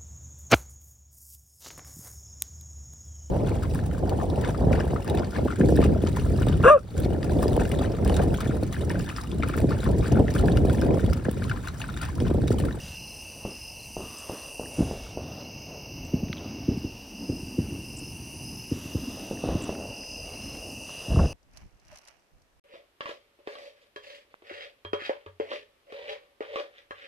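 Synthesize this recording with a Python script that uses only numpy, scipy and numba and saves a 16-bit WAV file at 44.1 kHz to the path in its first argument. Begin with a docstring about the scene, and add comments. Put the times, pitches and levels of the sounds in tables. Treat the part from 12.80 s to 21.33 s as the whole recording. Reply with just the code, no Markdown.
"""Footsteps and a shifting grip knock through the body of a small camera, carried slowly over dirt in a night wood:
struck modes with thuds, over band-filtered noise and grains for rumble, shuffle and scrape.
Rustles and snaps are filtered clicks and noise bursts; a wash of far insects is coloured noise.
Cricket choruses at several pitches, trills and chirps are tones gated into pulses.
One katydid buzzes high up as strokes ringing four resonances; another rasps as rippled noise."""
import sys
import numpy as np
from scipy import signal
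from scipy.fft import rfft, irfft, next_fast_len
from scipy.io import wavfile
from scipy.ndimage import uniform_filter1d
from numba import njit

SR = 44100
rng = np.random.default_rng(int(sys.argv[2]) if len(sys.argv) > 2 else 0)


def makeup_ratio(level_db):
    """Linear amplitude ratio for a level in decibels (20 dB per factor of ten)."""
    decades = np.asarray(level_db, float) / 20
    return 10 ** decades


def transcribe(signal):
    """Save signal, clipped to [-1, 1], as a 16-bit WAV file at the path in sys.argv[1]."""
    frames = np.atleast_2d(signal).T
    limited = np.clip(frames, -1, 1)
    pcm = np.round(limited * 32767).astype(np.int16)
    wavfile.write(sys.argv[1], SR, pcm)


N = 376173
T = np.arange(N) / SR

# bands of the shaken casing, as rumble, low bumps, high bumps, scrape: (low edge [Hz], high edge [Hz])
SHAKE_BANDS = [(32, 91), (70, 201), (170, 299), (400, 696)]
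# steady shuffle: (time [s], low bumps [dB], high bumps [dB], scrape [dB], rumble [dB])
SHUFFLE = [(0.0, -51, -62.5, -56, -49), (0.8, -53.5, -58.5, -54, -52.5), (0.94, -50, -62, -53.5, -55),
           (1.86, -53, -61.5, -50.5, -55), (2.0, -53, -57, -46.5, -44), (2.53, -47, -48.5, -47.5, -63),
           (3.08, -41, -52, -54, -50), (3.28, -41, -47.5, -52.5, -46), (3.65, -47.5, -39.5, -50, -55),
           (4.07, -43, -45.5, -53, -51), (4.37, -56.5, -43.5, -57, -47), (4.78, -41.5, -38, -63, -55),
           (5.21, -39.5, -46, -65, -54), (5.68, -43.5, -50.5, -59.5, -50), (6.85, -46, -45, -43, -57.5),
           (7.08, -49, -46.5, -49.5, -51), (7.97, -49.5, -50, -53, -55), (8.25, -51, -58, -46, -56)]
# jolts of the hand that shake the whole casing: (start [s], end [s], rumble [dB], scrape [dB])
JOLTS = [(1.983, 2.038, -28.5, -46), (6.638, 6.765, -43, -41), (7.635, 7.942, -50.5, -65),
         (8.298, 8.339, -24.5, -47), (8.363, 8.466, -25, -38)]
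# bumps in a jolt, against its rumble: (low bumps [dB], high bumps [dB])
JOLT_BUMP_DB = [-7.5, -20]
# stir after a knock, against the knock: (rumble [dB], low bumps [dB], high bumps [dB], scrape [dB])
WAKE_DB = [-39, -34.5, -38, -57]
# knocks through the camera body: (time [s], swing level [dB], pitch [Hz], width at half height [ms])
KNOCKS = [(0.652, -17, 400, 0.99), (1.168, -17.5, 484, 1.16), (1.2059, -25, 386, 0.75),
          (1.4972, -17.5, 442, 0.92), (1.7971, -17.5, 463.0, 1.33), (1.8343, -28, 290, 0.54),
          (1.9923, -12, 166, 1.6), (2.0084, -11, 235, 3.9), (2.023, -17.5, 111, 11),
          (2.1124, -18.5, 493, 1.3), (2.3742, -17, 445.0, 1.36), (3.3428, -10.5, 206, 4.5),
          (3.3707, -26, 210, 7.8), (3.4359, -19, 209, 9.1), (3.5027, -24, 180, 6.3),
          (3.8894, -10.5, 249, 4.2), (3.9172, -26, 242, 14), (3.9762, -21.5, 206.0, 7.6),
          (4.0495, -18.5, 260, 3.6), (4.4996, -13, 243, 2.5), (4.6336, -25.5, 163, 2.9),
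          (4.79, -11, 218, 3), (4.8226, -29.5, 228, 12), (4.927, -25.5, 174.0, 3.6),
          (4.9914, -29, 210, 6.4), (5.922, -13.5, 240, 3.3), (6.0596, -26, 217, 3.8),
          (6.1558, -14, 195, 2.2), (6.2837, -27.5, 253, 11), (6.5123, -17, 385, 1.55),
          (6.64, -14, 378, 1.4), (6.6896, -13.5, 462.0, 1.5), (6.726, -20.5, 280, 2.6),
          (6.756, -15, 233, 3.9), (6.7807, -32, 382, 1.3), (6.8932, -15.5, 386, 1.7),
          (6.9118, -40, 395.0, 2.7), (8.2858, -26, 192.4, 4.9), (8.3495, -15, 151, 8.4),
          (8.372, -12, 179, 1.8), (8.396, -13, 168.5, 13), (8.451, -17.5, 126.6, 5.3)]

# bands of the rustle: (low edge [Hz], high edge [Hz])
RUSTLE_BANDS = [(950, 1240), (1400, 3380), (2400, 3940), (6400, 8000)]
# leaves and cloth rustling: (start [s], end [s], level before band colour [dB], brightness [dB per octave])
RUSTLES = [(0, 0.16, -59, 2.5), (.62, .75, -68, -14), (1.186, 1.714, -58, -8.5), (1.93, 2.325, -60.5, 2),
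           (2.413, 2.643, -61.5, -7), (3.55, 3.724, -62, -6), (3.724, 4.3, -71, -1),
           (5.923, 6.55, -57.5, -0.5), (6.6, 6.935, -52.5, -5.5), (7.45, 7.81, -66.5, -9),
           (8.065, 8.478, -58.5, -0.5)]
# colour of the spells, one value a band: (level added [dB])
RUSTLE_COLOUR_DB = [-6, -3, -1.5, -8]
# steady crackle beneath the spells, one value a band: (level [dB])
STILL_DB = [-78, -66.5, -78, -109]
# snaps of twigs, leaves and grit underfoot:
# (time [s], peak level [dB], low edge [Hz], high edge [Hz], decay constant before filtering [ms])
SNAPS = [(1.8552, -41, 1510, 1960, 2.8), (2.2613, -45, 1100, 1500, 5.), (3.484, -38, 1500, 3800, 1.),
         (3.5289, -20.5, 1110, 4440, 1.8), (3.569, -37, 2300, 4200, 4.9), (3.579, -33, 2700, 3700, 3.),
         (3.9724, -49, 10500, 12000, 2.), (6.5715, -44, 1500, 2300, 2.), (6.675, -25, 300, 1070, 2.1),
         (6.7, -36, 254, 1080, 1.8), (6.892, -33, 500, 1300, 2.3), (6.9494, -40, 1310, 2230, 2.),
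         (7.234, -41, 1500, 2600, 1.8), (7.7503, -37, 1200, 3160, 1.5), (8.091, -40, 850, 1400, 2.6),
         (8.334, -37, 396, 1280, 2.6), (8.359, -29, 400, 1400, 4.9), (8.432, -37, 400, 1170, 5.6),
         (8.39, -24, 496, 1400, 7.4), (8.456, -42, 700, 2170, 2.)]
# colour of the wash of far insects: (frequency [Hz], relative density [dB])
AIR = [(530, -20), (900, -7), (1440, -31.5), (2050, -25.5), (2400, -16), (2770, 1.5), (3450, -33),
       (4500, -14), (4900, -8.5), (5950, -9), (7040, -42), (9190, -33), (11000, -30.5), (13200, -30),
       (16200, -28)]

# kinds of chorus cricket, lowest first: (pitch [Hz], spread [Hz; outermost singers lie 1.7 times this away],
# mean pulse rate [per s], sounding share of a pulse [0-1])
CHORUS = [(2226, 38, 53, .7), (2762, 80, 66, .75), (4960, 80, 41, .7), (6054, 210, 58, 0.7)]
# choruses as the walker turns: (time [s], low chorus level [dB], high chorus level [dB])
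TURN = [(0.05, -49, -53), (0.16, -47, -54), (1.08, -48.5, -53.5), (1.5, -49, -52.5), (1.78, -46.5, -53),
        (2.24, -56, -56.5), (2.46, -57, -59), (2.73, -51, -55), (3.6, -54, -56), (4.11, -55.5, -59),
        (4.89, -52, -57), (5.42, -51.5, -55.5), (6.08, -51, -53), (7.06, -48.5, -53.5), (7.39, -47, -52),
        (7.88, -46, -52), (8.21, -43, -51.5), (8.44, -47.5, -52)]
# long stretches of the lowest kind: (start [s], end [s], level [dB])
DRONES = [(0, 1.22, -69.5), (1.9, 2.4, -62.5), (2.62, 4.05, -65.5), (4.65, 6.1, -71), (7.45, 7.8, -64)]
# trills of a near cricket: (start [s], end [s], level before echoes [dB], settled pitch [Hz])
TRILLS = [(.13, 0.436, -51.5, 5150), (0.682, 0.936, -49, 5110), (1.28, 1.67, -56.5, 5100),
          (1.943, 2.3, -59, 5050), (2.5, 3.217, -55.5, 5090), (3.619, 4.123, -57.5, 5070),
          (4.348, 4.64, -52.5, 5070), (4.598, 4.847, -57.5, 4910), (5.017, 5.337, -52, 5130),
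          (5.624, 5.953, -49.5, 5120), (6.109, 6.452, -53.5, 5070), (7.138, 7.43, -50, 5100),
          (7.594, 7.927, -49.5, 5160), (8.153, 8.495, -56, 5085)]
# chirps of a fainter cricket: (start [s], end [s], level before echoes [dB])
CHIRPS = [(.04, 0.403, -62), (0.438, .9, -69), (0.953, 1.062, -59), (1.54, 1.66, -60), (2.564, 2.68, -62),
          (7.493, 7.8, -64), (8.053, 8.2, -65)]

# buzzing katydid: (time [s], main resonance level [dB], its centre [Hz], upper level [dB], its centre [Hz])
BUZZ = [(0.05, -54.5, 9150, -62.5, 13400), (0.42, -53.5, 9360, -62, 13400), (0.75, -54, 9400, -63.5, 13100),
        (1.43, -52, 9200, -60.5, 13000), (1.97, -50, 9400, -63, 13000), (2.44, -65, 9200, -72, 13300),
        (2.51, -66, 9360, -66, 13300), (2.74, -69, 9110, -67, 12800), (3.33, -68, 9380, -63.5, 13100),
        (3.49, -69, 9760, -68, 13400), (3.84, -73, 9460, -67.5, 13300), (4.61, -54.5, 9200, -64.5, 13100),
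        (5.6, -53, 9550, -63, 13300), (5.79, -56, 9750, -62, 12700), (6.49, -56, 9320, -62, 13000),
        (6.52, -56.5, 9260, -64, 13100), (7.26, -54, 9330, -68, 13100), (7.66, -52.5, 9420, -65.5, 13100),
        (8.3, -52, 9410, -64, 12900), (8.46, -56, 9450, -72, 13400)]
# its resonances, as main, middle, upper, top: (width of each of two filters in a row [Hz])
WING_WIDTH_HZ = [2000, 1400, 1920, 2600]
# rasping katydid: (time [s; the rasp starts 3 ms before], peak level [dB])
RASPS = [(1.3786, -39), (3.246, -53), (3.9724, -54), (5.1673, -34.5), (6.818, -35)]


def curves(table):
    """Linear interpolation: the columns of a (time, value, ..) table at every sample."""
    s, *columns = np.transpose(table)
    return [np.interp(T, s, c) for c in columns]


def unit(x):
    """Power normalisation: scaled to rms 1."""
    return x / np.sqrt(np.mean(x ** 2))


def band(x, lo_hz, hi_hz, order=2):
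    """Band-pass filtering with a maximally flat response."""
    return signal.sosfilt(signal.butter(order, [lo_hz, hi_hz], "bandpass", fs=SR, output="sos"), x)


def walk(rate):
    """Slow random modulation: levels held 1 / rate s, smoothed by two moving means; spread near 1."""
    k = int(SR / rate)
    held = np.repeat(rng.standard_normal(N // k + 1), k)
    return 1.3 * uniform_filter1d(uniform_filter1d(held, k), k)[:N]


def grains(per_s, spread_db):
    """Random impulse train: clicks of either sign, a few much larger than the rest."""
    chance = rng.random((3, N))
    struck = chance[0] < per_s / SR
    return struck * np.sign(chance[1] - .5) * makeup_ratio(-spread_db * np.log(1 - chance[2]))


def add(out, s, x):
    """Superposition: mixes a short sound in at a time."""
    i = int(s * SR)
    out[i:i + len(x)] += x[:N - i]


def spells(rows, edge_s):
    """Gating: each (start, end, level) row fades in, holds and fades out."""
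    gain = 0
    for start, end, db in rows:
        gain = gain + makeup_ratio(db) * np.clip(np.minimum(T - start, end - T) / edge_s + .5, 0, 1)
    return gain


@njit
def singer(hz, per_s, share, start, sag):
    """Stridulation as a wing tone gated into pulses; the pitch sags through each pulse."""
    out, pulse, phase = np.zeros(len(hz)), start, 0.
    for i in range(len(hz)):
        pulse += per_s / SR
        if pulse >= 1:
            pulse -= 1
        if pulse < share:
            u = pulse / share
            phase += 2 * np.pi * hz[i] * (1 - sag * (u - .5)) / SR
            out[i] = 4 * u * (1 - u) * np.sin(phase)
    return out


@njit
def resonance(x, hz, width):
    """State-variable resonance whose centre may move, gain 1 at the centre."""
    y, b, l = np.empty(len(x)), 0., 0.
    for i in range(len(x)):
        g, k = np.tan(np.pi * hz[i] / SR), width / hz[i]
        v = (b + g * (x[i] - l)) / (1 + g * (g + k))
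        b, l, y[i] = 2 * v - b, l + 2 * g * v, k * v
    return y


def movement():
    """Random excitation: noise rumble, and shuffle and scrape grains from feet and grip, stirred by blows."""
    bumps = grains(500, 0.73) + 0.049 * rng.standard_normal(N)
    drives = [rng.standard_normal(N), bumps, bumps, bumps + grains(1500, 1.64)]
    low_db, high_db, scrape_db, rumble_db = curves(SHUFFLE)
    jolt_rumble = spells([(start, end, db) for start, end, db, _ in JOLTS], .015)
    jolt_scrape = spells([(start, end, db) for start, end, _, db in JOLTS], .015)
    low_jolt, high_jolt = makeup_ratio(JOLT_BUMP_DB)
    gains = [makeup_ratio(rumble_db) + jolt_rumble,
             makeup_ratio(low_db) + low_jolt * jolt_rumble,
             makeup_ratio(high_db) + high_jolt * jolt_rumble,
             makeup_ratio(scrape_db) + jolt_scrape]
    # every knock leaves a decaying stir behind it
    wake_s = 0.083
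    struck = np.zeros(N)
    struck[[int(row[0] * SR) for row in KNOCKS]] = makeup_ratio(np.array(KNOCKS)[:, 1])
    wake = signal.lfilter([1], [1, -np.exp(-1 / (wake_s * SR))], struck)
    out = 0
    for gain, wake_db, drive, edges in zip(gains, WAKE_DB, drives, SHAKE_BANDS):
        flutter = makeup_ratio(1.3 * walk(25) + 3.03 * walk(8))
        out = out + (gain + makeup_ratio(wake_db) * wake) * flutter * unit(band(drive, *edges))
    return out


def rustle():
    """Filtered impulse noise: dense leaf crackle whose colour shifts from spell to spell."""
    crackle = grains(5000, 1.5)
    gains = []
    for still_db, colour_db, (lo, hi) in zip(STILL_DB, RUSTLE_COLOUR_DB, RUSTLE_BANDS):
        octaves = np.log2(np.sqrt(lo * hi) / 2000)
        rows = [(start, end, db + colour_db + tilt * octaves) for start, end, db, tilt in RUSTLES]
        gains.append(makeup_ratio(still_db) + spells(rows, 0.065))
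    # the katydid's buzz carries a soft hiss just below it, 13 dB under its main resonance
    gains[-1] = gains[-1] + makeup_ratio(curves(BUZZ)[0] - 13)
    out = 0
    for gain, edges in zip(gains, RUSTLE_BANDS):
        out = out + gain * makeup_ratio(1.5 * walk(8)) * unit(band(crackle, *edges, order=3))
    return out


def far_insects():
    """Spectral shaping: the wash of far insects is white noise weighted by frequency."""
    (hz, db), size = np.transpose(AIR), next_fast_len(N)
    log_hz = np.log(np.fft.rfftfreq(size, 1 / SR) + 1)
    colour = makeup_ratio(np.interp(log_hz, np.log(hz), db, left=-60, right=-80))
    wash = irfft(rfft(rng.standard_normal(size)) * colour, size)[:N]
    return makeup_ratio(-49.5) * unit(wash)


def chorus(count=7):
    """Incoherent superposition: singers of each kind differ in pitch and pace; the middle ones are loudest."""
    low_db, high_db = curves(TURN)
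    # the middle chorus follows the high one, with swells of its own
    middle_db = high_db - 3.5 + 2.5 * walk(2.94)
    gains = [spells(DRONES, 0.074), makeup_ratio(low_db), makeup_ratio(middle_db), makeup_ratio(high_db)]
    places, out = np.linspace(-1, 1, num=count), 0
    for (hz, spread_hz, per_s, share), gain in zip(CHORUS, gains):
        sway, crowd = walk(14), 0
        swell = makeup_ratio(2.04 * sway)
        # shifts in time let each singer swell and waver alone
        for place, (a, b) in zip(places, rng.random((count, 2))):
            pitch = hz + spread_hz * (1.7 * place + .25 * np.roll(sway, int(b * N)))
            song = singer(pitch, per_s * (.8 + .4 * b), share, a, 0.023)
            crowd = crowd + makeup_ratio(-7 * place ** 2) * np.roll(swell, int(a * N)) * song
        out = out + gain * unit(crowd)
    return out


def buzzing_katydid():
    """Forced resonance: wing strokes, strong and weak in turn, ring four resonances."""
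    strokes_per_s, jitter_s = 150.5, 1.5e-5
    stroke = np.cumsum(strokes_per_s * (1 + .0015 * walk(2.4) + .0012 * walk(40))) / SR
    turn = np.floor(stroke).astype(int)
    weak = turn % 2
    chance = rng.standard_normal((turn[-1] + 1, 2))[turn].T
    size = makeup_ratio(0.34 * chance[0] - 1.1 * weak)
    offset_s = (stroke % 1 - .5 + 0.0309 * weak) / strokes_per_s - jitter_s * chance[1]
    click = np.exp(-(offset_s / 4e-5) ** 2) * np.cos(2 * np.pi * 11500 * offset_s)
    scrape = np.exp(-(offset_s / 0.00023) ** 2) * rng.standard_normal(N)
    stroked = size * (click + .2 * scrape)
    # echoes from the trees and a little noise fill in between the strokes
    echoes = 0.073 * np.roll(stroked, 140) + 0.14 * np.roll(stroked, 225)
    drive = stroked + echoes + 0.081 * rng.standard_normal(N)
    main_db, main_hz, upper_db, upper_hz = curves(BUZZ)
    levels = [main_db, (main_db + upper_db) / 2 - 13.5, upper_db, upper_db - 6.5]
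    centres = [main_hz, 11420 + 200 * walk(0.58), upper_hz, np.full(N, 14400.)]
    out = 0
    for db, hz, width_hz in zip(levels, centres, WING_WIDTH_HZ):
        ring = unit(resonance(resonance(drive, hz, 1. * width_hz), hz, 1. * width_hz))
        # neighbouring resonances swing in opposite sense
        out = -out + makeup_ratio(db + 1.1 * walk(2.89)) * ring
    return out


def near_crickets():
    """Pulse modulation: each phrase of a tone on an even pulse fades in and out, then echoes."""
    # each trill starts 91.1 Hz flat and settles
    phrases = [(*row, 91.1, 47, .65, .025) for row in TRILLS]
    # the chirper's pulses are slower, fill less of each cycle and fall further
    phrases += [(*row, 4176, 0, 26, .45, .05) for row in CHIRPS]
    waver, out = .005 * walk(250), np.zeros(N)
    for start, end, db, hz, flat_hz, per_s, share, sag in phrases:
        along = np.linspace(0, 1, num=int((end - start) * SR))
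        wavering = 1 + waver[int(start * SR):][:len(along)]
        pitch = hz * wavering - flat_hz * np.exp(-along / .2)
        song = unit(singer(pitch, 1. * per_s, share, 0., sag))
        fade = np.minimum(np.minimum(along, 1 - along) * (end - start) / 0.023, 1)
        add(out, start, makeup_ratio(db) * song * fade)
    out = out * makeup_ratio(1.5 * walk(30))
    # leaves send the songs back a moment later and fill their gaps
    return 1.07 * out + 0.44 * np.roll(out, 470) + 0.24 * np.roll(out, 1130)


def knocks():
    """Impact of damped modes: a swing or two of the casing, a tick or first contact, a thud and a shudder."""
    out = np.zeros(N)
    t = np.arange(-600, 5000) / SR
    after = np.maximum(t, 0)
    for (s, db, hz, ms), noise in zip(KNOCKS, rng.standard_normal((len(KNOCKS), len(t)))):
        shape = np.exp(-np.log(2) * (2 * t / (ms / 1000)) ** 2)
        swing = shape * np.cos(2 * np.pi * hz * t)
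        light = hz > 350
        # heavy blows push the diaphragm in, light taps pull it out
        if light:
            swing = swing + 0.072 * shape ** 2 * np.sin(2 * np.pi * 1.46 * hz * t)
        else:
            # a contact at 330 Hz leads the heavy blow by 5 ms
            first = np.exp(-((t + 0.005) / 0.0019) ** 2) * np.cos(2 * np.pi * 330 * (t + 0.00485))
            swing = 0.37 * first - swing
        thud = np.sin(2 * np.pi * 85 * after) * np.exp(-after / 0.011) * np.minimum(after / 0.00246, 1)
        thud = thud * (.2 if light else 1)
        fade = np.exp(-after / 0.054) * np.minimum(after / 0.0034, 1) ** 2
        shudder = unit(band(noise, 0.33 * hz, 1.44 * hz, order=3)) * fade
        add(out, s + t[0], makeup_ratio(db) * (swing + makeup_ratio(-6.0) * thud + makeup_ratio(-18) * shudder))
    return out


def rasping_katydid():
    """Amplitude-modulated noise: two strokes, each rippled 250 times a second."""
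    out, t = np.zeros(N), np.arange(1500) / SR
    strokes = np.sin(np.pi * t / .017) ** 2 * (t < .031)
    ripple = 2.5 + np.cos(np.pi * 250 * t) ** 2
    for (s, db), noise in zip(RASPS, rng.standard_normal((len(RASPS), len(t)))):
        rasp = band(noise * strokes * ripple, 7100, 8700, order=3)
        add(out, s - .003, makeup_ratio(db) * rasp / np.abs(rasp).max())
    return out


def snaps():
    """Transient fracture: bursts of noise with a sharp onset and exponential decay, band-passed."""
    out, t = np.zeros(N), np.arange(900) / SR
    for (s, db, lo_hz, hi_hz, ms), noise in zip(SNAPS, rng.standard_normal((len(SNAPS), len(t)))):
        burst = noise * np.exp(-1000 * t / ms) * np.minimum(t / 0.00015, 1)
        snap = band(burst, lo_hz, hi_hz, order=5)
        add(out, s, makeup_ratio(db) * snap / np.abs(snap).max())
    return out


def scene():
    """Linear superposition: all sources arrive at one spot."""
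    ground = movement() + rustle() + knocks() + snaps()
    insects = far_insects() + chorus() + buzzing_katydid() + near_crickets() + rasping_katydid()
    mono = ground + insects
    return np.array([mono, mono])


def band_limit(x):
    """A steep low-pass at the top of the band."""
    return signal.sosfilt(signal.butter(12, 16390, fs=SR, output="sos"), x)


def record(dry):
    """Sum and difference stereo: nearly the same left and right below 12 kHz, with a faint fluttering side;
    above, the side flutters more strongly and the left is louder."""
    dry = signal.sosfilt(signal.butter(2, 25, "high", fs=SR, output="sos"), dry)
    top = signal.sosfiltfilt(signal.butter(8, 12000, "high", fs=SR, output="sos"), dry[0])
    flutter = walk(300)
    faint = makeup_ratio(-40.5) * flutter * band(dry[0], 450, 19845, order=1)
    side = .5 * flutter * top + 0.27 * top + faint
    return band_limit(dry + np.array([side, -side]))


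dry = scene()
out = record(dry)
transcribe(out)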